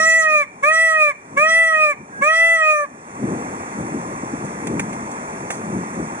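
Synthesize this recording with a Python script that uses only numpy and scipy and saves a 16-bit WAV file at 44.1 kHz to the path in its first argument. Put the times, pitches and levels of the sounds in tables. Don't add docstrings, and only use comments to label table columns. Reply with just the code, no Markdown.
import sys
import numpy as np
from scipy import signal
from scipy.fft import rfft, irfft, next_fast_len
from scipy.io import wavfile
from scipy.ndimage import uniform_filter1d

SR = 44100
rng = np.random.default_rng(int(sys.argv[2]) if len(sys.argv) > 2 else 0)


def convert_level_to_amplitude(level_db):
    exponent = np.asarray(level_db, float) / 20
    return 10 ** exponent


def inscribe(sig):
    pcm = np.round(np.clip(np.atleast_2d(sig).T, -1, 1) * 32767)
    wavfile.write(sys.argv[1], SR, pcm.astype(np.int16))


N = 273420

# (time [s], pitch [Hz], beak opening [dB])
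CALLS = [
    [(0, 633.6, 6), (0.03, 640.2, 7.5), (0.07, 649.5, -0.5), (0.13, 650.2, 2), (0.19, 650, -9.5),
     (0.235, 636, 5.5), (0.29, 621.4, 0), (0.35, 609.2, 0), (0.41, 583.4, 5.5)],
    [(0.638, 557, -3.5), (0.66, 594.4, -2.5), (0.69, 620.6, -3), (0.73, 641, 4.5), (0.78, 649.7, 4.5),
     (0.85, 653.5, -2), (0.93, 637.6, 4), (1.01, 615.7, 2), (1.09, 582.6, 3.5)],
    [(1.376, 552, -4), (1.4, 593, -2), (1.44, 624.4, -2.5), (1.5, 649.2, 6.5), (1.6, 658.6, -5.5),
     (1.68, 650.2, -6), (1.76, 627, 1), (1.84, 613.4, 1), (1.905, 585, -0.5)],
    [(2.224, 549, -7.5), (2.245, 588.5, -7), (2.29, 629.8, -1.5), (2.34, 650.6, 4), (2.44, 662, -3),
     (2.54, 660.4, -8.5), (2.64, 626.6, 3), (2.73, 609, -4.5), (2.83, 582.7, -27)],
]
# (frequency [Hz], level [dB])
WASH_COLOUR = [(30, -43), (75, -10.5), (200, -1.5), (600, -4), (1000, 1.5), (1500, -6), (2400, -9.5),
               (3500, -22), (4500, -23), (6000, -17.5), (8000, -20.5), (10000, -28.5), (11300, -33.5),
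               (11900, -72), (13000, -80)]


def evened(x):
    return x / np.sqrt(np.mean(x ** 2) + 1e-20)


def read(points, hz):
    f, value = np.transpose(points)
    return np.interp(np.log(hz + 1), np.log(f + 1), value)


def curve(rows):
    s, *columns = np.transpose(rows)
    return [np.interp(np.arange(N) / SR, s, c) for c in columns]


def coloured(x, gain):
    size = next_fast_len(x.shape[-1] + 4096)
    return irfft(rfft(x, size) * gain(np.fft.rfftfreq(size, 1 / SR)), size)[..., :x.shape[-1]]


def modes(table, hz):
    return sum((-1) ** k * convert_level_to_amplitude(db) / (1 + 2j * (hz - f) / w) for k, (f, w, db) in enumerate(table))


def slow(rows, count, size):
    coarse = uniform_filter1d(rng.standard_normal((rows, count // size * 8 + 30)), size=8)
    at = np.linspace(0, coarse.shape[1] - 1, count)
    return evened(np.array([np.interp(at, np.arange(len(c)), c) for c in coarse]))


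def low_partials(hz, turns, shake, low_db, wobble):
    tone = 0
    for k, db, lift_db in zip(range(1, 6), low_db, (.6, 1.5, 2.5, 3.0, 6.0)):
        level = convert_level_to_amplitude(db + lift_db + 0.69 * wobble[k])
        throat_turn = np.arctan((k * hz - 2330) / 150)
        tone = tone - level * np.cos(2 * np.pi * k * (turns + shake) - throat_turn)
    return tone * np.ones((2, 1))


def high_partials(hz, turns, jitter, bright_db, opening_db, sheen_db, beak_hz, wobble):
    # (frequency [Hz], width [Hz], level [dB])
    throat = [(3150, 1700, -1.5), (4190, 280, 7.5), (4940, 82, 5), (5710, 610, -2), (7570, 140, -7),
              (9050, 610, -9.5), (9080, 150, -11), (9740, 690, -19.5)]
    membrane_db = (-0.5, 0, 2, 0, 3.5, 4, -1, 0.6, -0.8, -2.5, 5, 3, 9)
    tone = np.zeros((2, len(hz)))
    ring_hz = beak_hz + 6.6 * (hz - 620)
    sheen = sheen_db * np.clip((hz - 628) / 18, 0, 1)
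    for k in range(6, 19):
        ring_db = (11.1 + 0.87 * sheen) / (1 + ((k * hz - ring_hz) / 600) ** 2)
        extra_db = 0.26 * sheen if k > 9 else 0.84 * opening_db
        gain = modes(throat, k * hz) * convert_level_to_amplitude(bright_db + membrane_db[k - 6] + extra_db + ring_db)
        together_db, apart_db = min(k - 4, 5) * np.array([.4, .55])
        sides = np.array([[1], [-1]])
        waver = convert_level_to_amplitude(together_db * wobble[2 * k - 5] + apart_db * wobble[2 * k - 4] * sides)
        tone += waver * (gain * np.exp(2j * np.pi * k * (turns + jitter))).real
    return tone


def breath_puffs(turns):
    # (frequency [Hz], level [dB])
    breath_colour = [(300, -12), (1100, -3.5), (2300, -1.5), (3000, 3.5), (4800, -12), (6000, -6),
                     (7500, -7), (10000, -10), (11500, -40)]
    common, apart = rng.standard_normal((2, len(turns)))
    puffs = (1.0 + np.cos(2 * np.pi * turns)) * (common + 2.6 * apart * np.array([[1], [-1]]))
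    return evened(coloured(puffs, lambda f: convert_level_to_amplitude(read(breath_colour, f))))


def scream(rows, beak_hz, stretch, level_db, sheen_db, fifth_db):
    # (pitch [Hz], level [dB])
    partials = [
        [(550, -26), (590, -24.5), (609, -22.5), (627, -26), (638, -28.5), (650, -26.5), (663, -25)],
        [(550, -18), (590, -21), (610, -16.5), (628, -21), (640, -21.5), (652, -29.5), (663, -31.5)],
        [(550, -23.5), (590, -30.5), (610, -35.5), (620, -26.5), (629, -16.5), (638, -22), (650, -15.5),
         (663, -11)],
        [(550, -17), (595, -20), (611, -13), (627, -23.5), (640, -40.5), (654, -27), (663, -20)],
        [(550, -50.5), (590, -43), (610, -39), (627, -45.5), (640, -34.5), (663, -34)],
    ]
    opening_share = (0.01, 0.01, 0.046, 0.6)
    attack_s, release_s = .013, .040
    attack_db, release_db = (-23, -17, -46, -30, -32), (-58, -29, -46, -30, 22)

    s, *columns = np.transpose(rows)
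    start, end = max(s[0] - attack_s, 0), s[-1] + release_s
    t = np.arange(start, end, 1 / SR)
    hz, opening_db = (uniform_filter1d(np.interp(t, s, c), size=800) for c in columns)
    rise = np.clip((s[0] - t) / attack_s, 0, 1)
    fall = np.clip((t - s[-1]) / release_s, 0, 1)
    hz = hz * (1 - 0.027 * rise) * (1 - .18 * fall ** 2)

    effort_db = level_db + 2 * np.exp((start - t) / 0.12) - 2.5 * np.exp((t - end) / 0.19)
    climbing = np.clip(uniform_filter1d(np.gradient(hz) * SR, size=1500) / 300, 0, 1)
    tuned_hz = hz * (1 - (stretch + 0.82 * climbing) / 100)
    levels_db = []
    for table, share, a, r in zip(partials, (*opening_share, 0), attack_db, release_db):
        edge_db = a * rise + r * fall ** 2.1
        levels_db.append(read(table, tuned_hz) + effort_db + share * opening_db + edge_db)
    *low_db, bright_db = levels_db
    low_db.append(0.22 * low_db[2] - 31.5 + fifth_db + 0.64 * opening_db - 40 * fall)
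    bright_db = bright_db + np.minimum(low_db[0] + 25, 0)

    wobble = slow(34, len(t), size=1700)
    turns = np.cumsum(hz * (1 + .001 * wobble[0])) / SR
    slide = uniform_filter1d(abs(np.gradient(hz)) * SR, size=900)
    jitter = np.clip((slide - 600) / 50000, .0028, .025) * slow(1, len(t), size=80)[0]
    tone = low_partials(hz, turns, .12 * jitter, low_db, wobble)
    tone += high_partials(hz, turns, jitter, bright_db, opening_db, sheen_db, beak_hz, wobble)

    gasp_db = 9 * np.exp((s[0] - t) / .05) * (start > 0)
    sigh_db = 34 * fall ** 1.46
    breath_db = -20 - .08 * (hz - 620) + 1.5 * wobble[-1] + sigh_db + gasp_db + .4 * opening_db
    breath = convert_level_to_amplitude(breath_db + low_db[0]) * breath_puffs(turns)

    edges = np.clip(np.minimum(t - start + .002, end - t) / .004, 0, 1)
    out = np.zeros((2, N))
    out[:, round(start * SR):][:, :len(t)] = edges * (-np.sqrt(2) * tone + breath)
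    return out


def peacock():
    fifth_db = (-4, -2.5, 2, 2.5)
    beak_hz, stretch = (6950, 7860, 7800, 7580), (-0.45, -0.0089, 0.17, 0.47)
    effort_db, sheen_db = (0.12, .1, 0.26, 0.18), (9.5, 4, -1, -2)
    return sum(scream(*call) for call in zip(CALLS, beak_hz, stretch, effort_db, sheen_db, fifth_db))


def aviary(x):
    # (frequency [Hz], time [s])
    dying = [(300, 0.31), (1200, 0.27), (1800, 0.46), (3000, 0.38), (10000, 0.21)]
    taps = rng.choice([-1., 1.], (2, SR // 2)) * (rng.random((2, SR // 2)) < .05)
    taps[:, :300] = 0
    hz, t, z = signal.stft(taps, SR, nperseg=256)
    tail = signal.istft(z * convert_level_to_amplitude(-60 * t / read(dying, hz)[:, None]), SR, nperseg=256)[1]
    return signal.fftconvolve(x[None], tail / np.linalg.norm(tail[0]), axes=1)[:, :N]


def ticks():
    # (time [s], peak level [dB], treble against body [dB], time for the fizz to die by 60 dB [s])
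    scrapes = [
        (2.8537, -41.5, -25, 0.075),
        (4.448, -50, 13, 0.077),
        (4.669, -22, -6, 0.042),
        (4.794, -15.5, -13, 0.09),
        (4.9276, -29, -7, 0.08),
        (5.112, -44.5, 10, 0.098),
        (5.5032, -18.5, -8.5, 0.23),
    ]
    # (frequency [Hz], width [Hz], level [dB])
    hollow = [(900, 450, 1), (1500, 600, -2), (2350, 700, 2)]
    out, t = np.zeros(N + 8000), np.arange(8000) / SR
    for s, peak_db, treble_db, t60 in scrapes:
        raw = rng.standard_normal(8000)
        body = evened(coloured(raw, lambda hz: modes(hollow, hz)))
        fizz = evened(coloured(raw, lambda hz: convert_level_to_amplitude(read(WASH_COLOUR, hz)) * (hz > 3000)))
        fade = convert_level_to_amplitude(-60 * np.maximum(t - .005, 0) / np.array([[.04], [t60]]))
        held = np.minimum(t / .001, 1) * fade
        out[round(s * SR):][:8000] += convert_level_to_amplitude(peak_db - 2) * (body * held[0] + convert_level_to_amplitude(treble_db) * fizz * held[1])
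    return out[:N]


def gain_control():
    t, pulls = np.arange(N) / SR, []
    lead_s = 0.36 / 2
    for rows, deepest_db in zip(CALLS, (-20, -19, -20, -19.5)):
        s, hz = np.transpose(rows)[:2]
        top = s[np.argmax(hz)]
        back_db = 16.5 * np.maximum(t - top, 0) + 14 * np.maximum(t - s[-1] - .1, 0)
        pulls.append(deepest_db * np.clip((t - s[0] + lead_s) / (top - s[0] + lead_s), 0, 1) + back_db)
    return np.minimum(np.min(pulls, axis=0), 0)


def noise(spectrum, patchy_db, flicker_db, size):
    # (frequency [Hz], likeness [0-1])
    likeness = [(60, 1), (300, 1), (520, 1), (900, 1), (1500, 0.79), (2050, 0.18), (2500, 0.82),
                (4000, 0.069), (6000, 0.8), (9000, 0.96), (10500, 0.23)]
    frames, hz = 4 * N // size + 5, np.fft.rfftfreq(size, 1 / SR)
    a, b, c, d, patches = rng.standard_normal((frames, len(hz), 5)).T
    patches = evened(uniform_filter1d(uniform_filter1d(patches, size=6, axis=0), size=10, axis=1))
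    flicker = evened(uniform_filter1d(rng.standard_normal(frames), size=2))
    same = np.clip(read(likeness, hz), 0, 1)[:, None]
    left = a + 1j * b
    right = same * left + np.sqrt(1 - same ** 2) * (c + 1j * d)
    level_db = read(spectrum, hz)[:, None] + patchy_db * patches + flicker_db * flicker
    z = np.array([left, right]) * convert_level_to_amplitude(level_db)
    return evened(signal.istft(z, nperseg=size, noverlap=3 * size // 4)[1][:, :N])


def wind(pull_db):
    # (time [s], peak level [dB], half length [s])
    gust_list = [(0, -25, 0.42), (0.336, -33, 0.041), (0.599, -58, 0.19), (0.984, -32, 0.066),
                 (1.36, -26.5, 0.072), (1.517, -29, 0.089), (1.777, -29, 0.15), (2.01, -22, 0.032),
                 (2.115, -32.5, 0.047), (2.213, -23, 0.024), (2.47, -28, 0.079), (2.943, -32, 0.072),
                 (3.24, -17, 0.024), (3.325, -23, 0.089), (3.538, -34.5, 0.063), (3.811, -22.5, 0.037),
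                 (3.956, -23.5, .04), (4.11, -32.5, 0.12), (4.24, -27, 0.015), (4.338, -21, 0.011),
                 (4.443, -27, 0.045), (4.734, -22, 0.099), (4.857, -36, 0.076), (5.038, -34.5, 0.14),
                 (5.324, -40, 0.076), (5.43, -34, 0.032), (5.654, -34, 0.15), (5.766, -22, 0.062),
                 (6.008, -23.5, 0.05), (6.132, -38.5, 0.06)]
    # (frequency [Hz], level [dB])
    buffet = [(25, -48), (60, -39), (110, -9), (160, -7), (215, 1.5), (280, -3), (400, -9.5), (600, -17),
              (1000, -28), (1500, -56)]
    raw = noise(buffet, 1.4, 1.0, size=1024)
    t = np.arange(0, N / SR + .01, .005)
    swell = uniform_filter1d((raw ** 2).mean(axis=0), size=2000)
    lull_db = -49
    gusts = convert_level_to_amplitude(lull_db) + sum(convert_level_to_amplitude(db - 10 * abs(t - s) / max(half, .01)) for s, db, half in gust_list)
    levelled = evened(raw / (abs(swell) + .05) ** 0.56)
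    return convert_level_to_amplitude(1.18 * pull_db) * np.interp(np.arange(N) / SR, t, gusts) * levelled


def wash(pull_db):
    return convert_level_to_amplitude(-30 + pull_db) * noise(WASH_COLOUR, 1.0, 0.1, size=512)


def far_bird():
    # (time [s], pitch [Hz], level [dB])
    whistle = [
        (2.09, 1630, -75),
        (2.13, 1623, -34),
        (2.21, 1635, -26),
        (2.24, 1640, -78),
    ]
    hz, db = curve(whistle)
    sounding = (hz != hz[0]) * (hz != hz[-1])
    return convert_level_to_amplitude(db) * sounding * np.sin(2 * np.pi * np.cumsum(hz) / SR)


def camera_whine(pull_db):
    return convert_level_to_amplitude(-64 - 29 + pull_db) * np.sin(2 * np.pi * 7812 * np.arange(N) / SR)


def ports(pair, balance, phase):
    tilt = lambda hz: convert_level_to_amplitude(read(balance, hz) / 2) * np.exp(.5j * read(phase, hz))
    return coloured(pair, lambda hz: np.array([tilt(hz), 1 / tilt(hz)]))


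def scene():
    # (frequency [Hz], difference [dB])
    bird_balance = [(200, -13), (620, 6), (1200, -1), (1650, -10), (1820, -10.5), (1960, 0), (2450, -2),
                    (3300, -4.5), (6200, -4.5), (9000, -12), (11100, -14.5)]
    wash_balance = [(60, 1.5), (96, 1.5), (160, 1.0), (250, 2.0), (400, 3.0), (640, 3.5), (1040, 1.0),
                    (1660, -3.0), (2670, -3.0), (4300, -5.5), (6910, -6.0), (11100, -13.5)]
    # (frequency [Hz], phase [rad])
    bird_phase = [(0, 9.5), (340, 2.5), (950, -2.47), (1810, -0.5), (2400, -2), (4220, -3), (5510, -2.5),
                  (6720, -2), (9220, -6), (11300, -3)]
    wash_phase = [(0, 0), (340, -0.4), (1120, -2.4), (1720, -3.4), (2410, -2.1), (2930, -2.9), (4570, -2.9),
                  (5600, -3.3), (7240, -4.5), (8350, -4.8), (9470, -5.3), (10500, -4.5), (10900, -3.6),
                  (11300, -8.2)]
    bird = peacock()
    near = bird + convert_level_to_amplitude(-19) * aviary(bird.mean(axis=0)) + ticks()
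    pull_db = gain_control()
    around = wind(pull_db) + wash(pull_db) + far_bird() + camera_whine(pull_db)
    return ports(near, bird_balance, bird_phase) + ports(around, wash_balance, wash_phase)


def band_limit(x):
    return signal.sosfilt(signal.butter(12, 11710, fs=SR, output="sos"), x)


def record(dry):
    # (frequency [Hz], width [Hz])
    notches = [(3000, 900), (4000, 1100), (5000, 1100)]
    for hz, width in notches:
        dry = signal.lfilter(*signal.iirnotch(hz, hz / width, SR), dry)
    dry = signal.sosfilt(signal.butter(2, 60, "high", fs=SR, output="sos"), dry)
    dry = signal.sosfilt(signal.cheby2(10, 36, 11900, fs=SR, output="sos"), dry)
    return band_limit(dry)


dry = scene()
out = record(dry)
inscribe(out)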